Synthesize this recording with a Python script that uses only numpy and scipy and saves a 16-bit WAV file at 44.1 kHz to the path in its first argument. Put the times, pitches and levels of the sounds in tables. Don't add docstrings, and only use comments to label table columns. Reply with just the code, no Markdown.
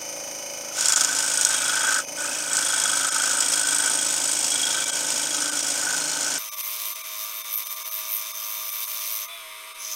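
import sys
import numpy as np
from scipy import signal
from scipy.fft import rfft, irfft, next_fast_len
from scipy.io import wavfile
from scipy.ndimage import uniform_filter1d, map_coordinates

SR = 44100
rng = np.random.default_rng(int(sys.argv[2]) if len(sys.argv) > 2 else 0)


def persist_wave(psi):
    counts = np.round(np.clip(psi, -1, 1) * 32767).astype(np.int16)
    wavfile.write(sys.argv[1], SR, np.atleast_2d(counts).T)


N = 438794

JUMP_S, FAST = 6.383, 4
TOP_HZ = 15800

# resonance_hz, width_hz, relative level_db
TEETH = [(5225, 440, 0.85), (5655, 38, 7.1), (6090, 63, 4), (6940, 430, 5.1)]
# resonance_hz, width_hz, relative level_db
TIPS = [(7880, 76, 4.5), (8480, 84, 5), (8870, 76, 1), (8200, 54, 8), (9380, 90, -7.5)]
# time_s, level_db
PRESS = [(.7, -57), (1.1, -49.5), (3.3, -48.5), (3.7, -46), (9.24, -44), (9.33, -47)]
# start_s, end_s, firmness (0-1)
CUTS = [(.72, 1.975, 1), (2.14, 2.47, .55), (2.47, 9.24, 1), (9.77, 10, 1)]


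def machine(t, speed, frame_db, knock_db, clamp_db, motor_db):
    # resonance_hz, width_hz, relative level_db
    frame_modes = [(80, 5.1, -18), (104, 8.4, -9.5), (134, 20, -11.5), (243, 20, -2), (310, 15, -3),
                   (352, 25, -2.5), (520.6, 17.3, 4), (646, 18, 3), (755, 56, -2), (838, 61, -1),
                   (982, 31, -2.5)]
    # resonance_hz, width_hz, relative level_db
    clamp_modes = [(1290, 33, -10), (1560, 54, -11), (1980, 17, -11.5), (2218, 42, -7), (2380, 28, -8.5),
                   (2527, 95, -9.5), (3055, 47, -6), (5100, 290, -9), (5690, 74, -3.5), (6216, 123, 0.5),
                   (6400, 280, -4), (9330, 90, -5.5), (12600, 500, -26)]
    # resonance_hz, width_hz, relative level_db
    arm_modes = [(585.5, 25, 0), (530, 16, -7)]
    # frequency_hz, relative density_db
    rattle_noise = [(300, -59), (1000, -18.5), (3700, -29), (5500, -24), (7500, -35), (8800, -19),
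                    (10700, -34), (12500, -20.5), (16000, -34)]
    turns = crank(t)
    phase_waver = .25 * wobble(t, 3 * speed) + .18 * wobble(t, 14 * speed)
    motor = np.sin(2 * np.pi * 6 * turns + phase_waver)
    shake = repeating(turns + .01 * wobble(t, 8 * speed), loose=.22, centre=.2, spread=.28)
    ends = lobe(turns, centre=.68, width=.05) + .8 * lobe(turns, centre=.05, width=.05)
    knock = repeating(turns + .008 * wobble(t, 8 * speed), loose=.28) * ends
    slap = 1 + 0.92 * lobe(turns, centre=0.443, width=0.055) + 0.37 * lobe(turns, centre=0.63, width=0.07)
    rattle = repeating(turns, loose=0.45) * slap
    press = curves(PRESS, t)[0] - PRESS[-1][1]
    hum = amp(motor_db + .5 * press + 1.6 * wobble(t, 6 * speed)) * motor
    arm = amp(knock_db - 0.33 * press) * body(knock, arm_modes, speed=speed)
    frame = amp(frame_db) * body(shake, frame_modes, speed=speed)
    clamps = amp(clamp_db) * body(rattle, clamp_modes, rattle_noise, speed)
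    return hum + arm + frame + clamps


def cutting(t, speed, stretches, rasp_db, chatter_db, ring_db, ring_grows):
    # resonance_hz, width_hz, relative level_db
    wood_modes = [(907, 22, -14.5), (1292, 34, -8.5), (1340, 100, -15), (1487, 30, -3.5), (1557, 30, 0),
                  (1675, 36, -13)]
    # resonance_hz, width_hz, relative level_db
    blade_modes = [(2345, 22, -3), (3075, 22, -7), (3300, 85, 0), (3650, 22, -5), (3800, 110, -12),
                   (3925, 20, -7)]
    # frequency_hz, relative density_db
    sawdust_noise = [(200, -27), (320, -33), (600, -10.5), (1000, -8), (1900, -13.5), (2600, -8),
                     (4500, -8), (7300, -4.5), (9300, -2.5), (10500, -17), (13000, -19.5), (16000, -42)]
    # peak_s, length_s, added level_db
    tears = [(0.927, 0.35, 8.5), (6.606, 0.034, 8.5), (6.803, 0.28, 5.5), (7.214, 0.075, 3),
             (8.833, 0.027, 7), (9.047, 0.22, 4)]
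    rasp_grows = 0.33
    stroke_scatter_db = 1
    turns = crank(t)
    feed, chatter = feeding(t, stretches)
    tearing = sum(db * swell(t, s, length) for s, length, db in tears)

    strokes = .29 + lobe(turns, centre=.18, width=.11) + lobe(turns, centre=.74, width=.11)
    fibre_db = 3.6 * np.tanh(wobble(t, 900 * speed)) + 1.1 * wobble(t, 40 * speed)
    fibres = repeating(turns, loose=.68) * amp(fibre_db)
    teeth = body(fibres * strokes, TEETH, sawdust_noise, speed)

    lift = .35 + lobe(turns, centre=.92, width=.08) + .5 * lobe(turns, centre=.2, width=.1)
    lift *= amp(stroke_scatter_db * wobble(t, 26 * speed))
    wood = bending(body(repeating(turns, loose=0.68) * lift, wood_modes, speed=speed), t, speed)

    bow = (0.12 + lobe(turns, centre=0.1, width=0.15)) * amp(2.6 * wobble(t, 3 * speed))
    blade = body(rng.standard_normal(len(t)) * bow, blade_modes, speed=speed)

    rasp = amp(rasp_db + rasp_grows * feed + tearing) * teeth
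    ring = amp(ring_db + ring_grows * feed) * blade
    return contact(t) * (rasp + amp(chatter_db + chatter) * wood + ring)


def tooth_tips(t, stretches, hiss_db):
    tips_grow = 1.42
    turns = crank(t)
    strokes = 0.06 + .85 * lobe(turns, centre=0.16, width=0.075) + lobe(turns, centre=0.73, width=0.07)
    hiss = body(grit(t, 830, rough_db=4.0) * strokes, TIPS)
    return amp(hiss_db + tips_grow * feeding(t, stretches)[0]) * contact(t) * hiss


def snags(t):
    # last_catch_s, strokes, peak level_db of the last, growth_db per stroke
    catches = [(.8095, 1, -9, 0), (.857, 1, -6, 0), (.9602, 3, -3, 1), (1.047, 5, -4, .8),
               (1.4491, 3, -1.5, 4.5), (1.943, 1, -10, 0), (2.569, 2, -6.5, 0), (2.838, 2, -10, -2),
               (3.405, 1, -6, 0)]
    # frequency_hz, relative density_db
    crack_noise = [(300, -30), (3000, -16), (5500, -0.5), (8000, 8), (11000, -25), (16000, -27)]
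    out, age, turns = np.zeros(len(t)), np.arange(SR // 20) / SR, crank(t)
    fade = amp(-60 * age / .021)
    for last, strokes, db, growth in catches:
        for before in range(strokes):
            start = np.searchsorted(turns, np.interp(last, t, turns) - before)
            crack = body(rng.standard_normal(len(age)) * fade, TEETH + TIPS[:1], crack_noise)
            out[start:][:len(age)] += amp(db - growth * before) * crack / np.abs(crack).max()
    return out


def steering(t, speed):
    # peak_s, length_s, level_db
    groans = [(0.976, 0.54, -41.5), (1.752, 0.24, -37), (3.113, 0.85, -35), (4.782, 0.11, -39),
              (5.47, 0.29, -40.5)]
    # peak_s, length_s, level_db, pitch_hz (at speed 1), crank place (0-1)
    squeaks = [(0.952, 0.29, -37, 3345, 0.08), (1.723, 0.69, -44, 2540, 0.4), (1.743, 0.36, -37, 3330, 0.1),
               (2.327, 0.3, -41, 2537, 0.73), (2.795, 0.36, -35.5, 3330, 0.18),
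               (3.7, 0.98, -42.5, 3333, 0.11), (4.63, 0.45, -33.5, 3310, 0.18), (5.5, .7, -46, 3325, 0.28),
               (6.1, .6, -42.5, 4290, 0), (9.82, .07, -41, 2550, .5)]
    groan = sum(amp(db) * swell(t, s, length) for s, length, db in groans)
    out = rubbing(t, speed, groan, hz=1316, centre=0.22, rough=0.99)
    for s, length, db, hz, place in squeaks:
        if t[0] <= s <= t[-1]:
            out += rubbing(t, speed, amp(db) * swell(t, s, length), hz, place, rough=0.58)
    return out


def rubbing(t, speed, loudness, hz, centre, rough):
    chirps = (0.06 + lobe(crank(t), centre, width=0.11)) * amp(1.8 * wobble(t, 60 * speed))
    roughness = rough * wobble(t, 200 * speed) + 3 * wobble(t, 25 * speed)
    return loudness * unit(chirps * np.sin(2 * np.pi * hz * speed * t + roughness))


def freed_blade(t):
    # multiple of the stroke rate, level_db
    whistle = [(6, -53), (10, -56), (11, -52), (13, -55), (20, -54), (22, -50), (31, -42), (35, -51)]
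    lag_s = .025
    racing, turns = sum(lurch(t, end + lag_s) for start, end, firm in CUTS), crank(t)
    return racing * sum(amp(db + 2.5 * wobble(t, 66)) * np.sin(2 * np.pi * k * turns) for k, db in whistle)


def drumming(t, speed, drum_db, hum_db):
    # resonance_hz, width_hz, relative level_db
    table_modes = [(262, 56, -12), (292, 78, -6), (423, 11, -10), (556, 45, -9.5), (750, 56, -10.5),
                   (884, 77, -6)]
    # multiple of the stroke rate, relative level_db
    crank_tones = [(9, -13), (10, -7), (10.5, -13), (11, -3.5), (11.5, -9.5), (12, -18), (20, -16),
                   (21, -11), (21.5, -9.5), (22, -8.5), (34, -5)]
    turns = crank(t)
    waver = .09 * wobble(t, 4 * speed)
    hum = np.zeros(len(t))
    for k, db in crank_tones:
        tone = np.sin(2 * np.pi * (k * turns + rng.random()) + k * waver)
        hum += amp(db + 2.5 * wobble(t, 5 * speed)) * tone
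    table = body(grit(t, 25 * speed, rough_db=3.5), table_modes, speed=speed)
    return amp(curves(PRESS, t)[0]) * (amp(drum_db) * table + amp(hum_db) * hum)


def workshop():
    # frequency_hz, relative density_db
    shop_noise = [(20, 0), (70, -15), (135, -22), (260, -14), (1000, -12), (16000, -53)]
    return amp(-69) * body(rng.standard_normal(N), broad=shop_noise)


def bench(x, speed, wet_db=-14, t60=0.11):
    age = np.arange(SR // 10) * speed / SR
    treble = signal.butter(2, 900 * speed, "high", fs=SR, output="sos")
    tail = signal.sosfilt(treble, rng.standard_normal(len(age)))
    tail = tail * amp(-60 * age / t60)
    x = signal.lfilter(*signal.iirnotch(198 * speed, 5, fs=SR), x)
    x = signal.sosfilt(signal.butter(3, 65 * speed, "high", fs=SR, output="sos"), x)
    return x + amp(wet_db) * signal.fftconvolve(x, tail / np.linalg.norm(tail))[:len(x)]


def dips(x, size=1024):
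    # centre_s, depth_db
    thinned = [(.95, 10), (2.06, 14), (3.104, 14), (3.645, 8), (4.855, 10), (4.915, 12), (5.51, 12),
               (5.62, 8), (6.506, 36), (6.56, 11), (6.625, 12), (6.944, 12), (7.03, 13), (7.433, 13),
               (7.563, 10), (7.648, 12), (7.69, 12), (7.753, 10), (7.84, 13), (7.903, 13), (8.33, 15),
               (8.71, 8), (8.864, 11), (9.272, 11), (9.738, 10)]
    length_s, hold_db = .018, 8
    t = np.arange(N) / SR
    gain = amp(-sum(db * swell(t, s, length_s) for s, db in thinned))
    z = signal.stft(x, nperseg=size)[2]
    stands_out = np.abs(z) > amp(hold_db) * uniform_filter1d(np.abs(z), size=41, axis=0)
    tones = signal.istft(z * stands_out, nperseg=size)[1][:N]
    return gain * x + (1 - gain) * tones


def crank(t):
    # time_s, rate in strokes per second
    stroke_drift = [(0.0, 26.94), (0.7, 26.8), (1.25, 26.73), (1.7, 26.24), (2.1, 26.37), (2.45, 26.63),
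                    (2.8, 25.61), (3.25, 26.67), (3.6, 26.52), (4.2, 26.37), (4.65, 26.65), (5.3, 26.62),
                    (5.7, 26.89), (6.05, 26.41), (6.38, 27.1), (6.6, 26.23), (6.85, 26.75), (7.05, 26.79),
                    (7.3, 26.74), (7.7, 26.66), (8.2, 26.65), (8.6, 26.7), (9.25, 26.5), (9.37, 27.35),
                    (9.48, 26.44), (9.66, 26.78), (9.8, 26.74), (9.95, 27.0)]
    sag, race = .468, 1.288
    step = .002
    clock = np.arange(0, N / SR + step, step)
    rate = curves(stroke_drift, clock)[0]
    for start, end, firm in CUTS:
        rate = rate + firm * (race * lurch(clock, end) - sag * lurch(clock, start))
    return np.interp(t, clock + step, np.cumsum(rate * time_rate(clock)) * step)


def lurch(t, s):
    governor_s = .238
    age = np.maximum(t - s, 0) * time_rate(t) / governor_s
    return (age * np.exp(1 - age)) ** 2


def time_rate(t):
    return np.where(t < JUMP_S, 1, FAST)


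def contact(t):
    meet_s, part_s = 0.07, 0.06
    firmness = 0
    for start, end, firm in CUTS:
        firmness = firmness + firm * (np.clip((t - start) / meet_s, 0, 1) - np.clip((t - end) / part_s, 0, 1))
    return firmness


def feeding(t, stretches):
    usual_feed_db = -27
    feed, chatter = curves(np.concatenate(stretches), t)
    return feed - usual_feed_db, chatter


def bending(x, t, speed):
    share, rate = .0035, 7 * speed
    delay = share / rate * map_coordinates(rng.standard_normal(int(N / SR * rate) + 4), [t * rate])
    return map_coordinates(x, [np.arange(len(x)) + delay * SR], mode="mirror")


def body(x, modes=(), broad=None, speed=1):
    size = 2 * next_fast_len(len(x) // 2 + 4096)
    f = np.fft.rfftfreq(size, 1 / SR) / speed + 1
    power = np.full(len(f), 1e-9)
    for hz, width, db in modes:
        power += amp(db) ** 2 / (1 + ((hz * hz - f * f) / (f * width)) ** 2)
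    if broad is not None:
        hz, db = np.transpose(broad)
        power += amp(np.interp(np.log(f), np.log(hz), db)) ** 2
    cepstrum = irfft(np.log(power))[:size // 2]
    cepstrum[0] /= 2
    response = np.exp(rfft(cepstrum, size))
    return unit(irfft(rfft(x, size) * response)[:len(x)])


def repeating(turns, loose, centre=0, spread=1, size=4096):
    harmonics = int(TOP_HZ / SR / np.diff(turns).mean())
    delays = centre + spread * rng.standard_normal(harmonics)
    cycle = unit(irfft(np.exp(-2j * np.pi * np.cumsum(delays)), size))
    same = map_coordinates(cycle, [turns % 1 * size], order=1, mode="grid-wrap")
    return np.sqrt(1 - loose) * same + np.sqrt(loose) * rng.standard_normal(len(turns))


def grit(t, rate, rough_db):
    return rng.standard_normal(len(t)) * amp(rough_db * np.tanh(wobble(t, rate)))


def lobe(turns, centre, width, skew=0.55):
    angle = 2 * np.pi * (turns - centre)
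    spread = 2 * np.pi * width * (1 + skew * np.sin(angle))
    return np.exp((np.cos(angle) - 1) / spread ** 2)


def swell(t, centre, length):
    return np.exp(-(2 * (t - centre) / length) ** 2)


def wobble(t, rate):
    at = (t - t[0]) * rate
    coarse = np.linspace(0, at[-1], int(at[-1] + 2) * 8)
    knots = rng.standard_normal(int(at[-1]) + 4)
    return np.interp(at, coarse, map_coordinates(knots, [coarse], order=2))


def curves(rows, t):
    s, *cols = np.transpose(rows)
    return [np.interp(t, s, c) for c in cols]


def amp(db):
    return 10 ** (np.asarray(db) / 20)


def unit(x):
    return x / np.sqrt(np.mean(x ** 2) + 1e-20)


def scene():
    # time_s, feed_db, chatter_db
    first_cut = [(0.79, -35.5, -31.5), (0.95, -39.5, -25.5), (1.2, -24, -31), (1.45, -23, -30.5),
                 (1.68, -25.5, -26), (1.9, -25.5, -21)]
    # time_s, feed_db, chatter_db
    long_cut = [(2.2, -23, -24), (2.42, -24.5, -28.5), (2.55, -24.5, -28), (3.25, -23.5, -26.5),
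                (3.5, -23, -30.5), (3.8, -21, -26), (3.98, -23.5, -31), (4.5, -24.5, -38.5),
                (4.78, -26, -31.5), (5.22, -27.5, -36.5), (5.5, -27, -30), (5.67, -26.5, -36.5),
                (5.88, -28, -28), (6.1, -28, -35), (6.3, -30, -31)]
    # time_s, feed_db, chatter_db
    fast_cut = [(6.44, -40, -33.5), (6.8, -37, -35.5), (7.08, -41, -37.5), (7.22, -37, -33),
                (7.33, -40, -40), (7.5, -36.5, -35), (7.98, -34, -35), (8.22, -37, -33.5),
                (8.4, -37.5, -33.5), (8.8, -32.5, -35), (9.2, -33.5, -33.5)]
    # time_s, feed_db, chatter_db
    last_cut = [(9.8, -55, -31.5), (9.91, -40, -28.5)]
    t = np.arange(N) / SR
    early, late = t[t < JUMP_S], t[t >= JUMP_S]

    normal = machine(early, 0.98, frame_db=-45.0, knock_db=-47.5, clamp_db=-34.5, motor_db=-56.5)
    normal += cutting(early, 0.99, [first_cut, long_cut], rasp_db=-27.5, chatter_db=-3,
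                      ring_db=-39, ring_grows=0.074)
    normal += tooth_tips(early, [first_cut, long_cut], hiss_db=-32.5)
    normal += snags(early) + steering(early, 1)
    normal += drumming(early, 1, drum_db=0, hum_db=0.5)

    fast = machine(late, FAST, frame_db=-46.0, knock_db=-48.5, clamp_db=-43.5, motor_db=-54.5)
    fast += cutting(late, FAST, [fast_cut, last_cut], rasp_db=-32.0, chatter_db=-4.5,
                    ring_db=-26.5, ring_grows=0.8)
    fast += steering(late, FAST) + freed_blade(late)
    fast += drumming(late, FAST, drum_db=-4, hum_db=1)

    saw = np.concatenate([bench(normal, 1), bench(fast, FAST)])
    return dips(saw) + workshop()


def record(dry):
    in_band = np.fft.rfftfreq(N, 1 / SR) < TOP_HZ
    return irfft(rfft(dry) * in_band, N).reshape(1, N)


dry = scene()
out = record(dry)
persist_wave(out)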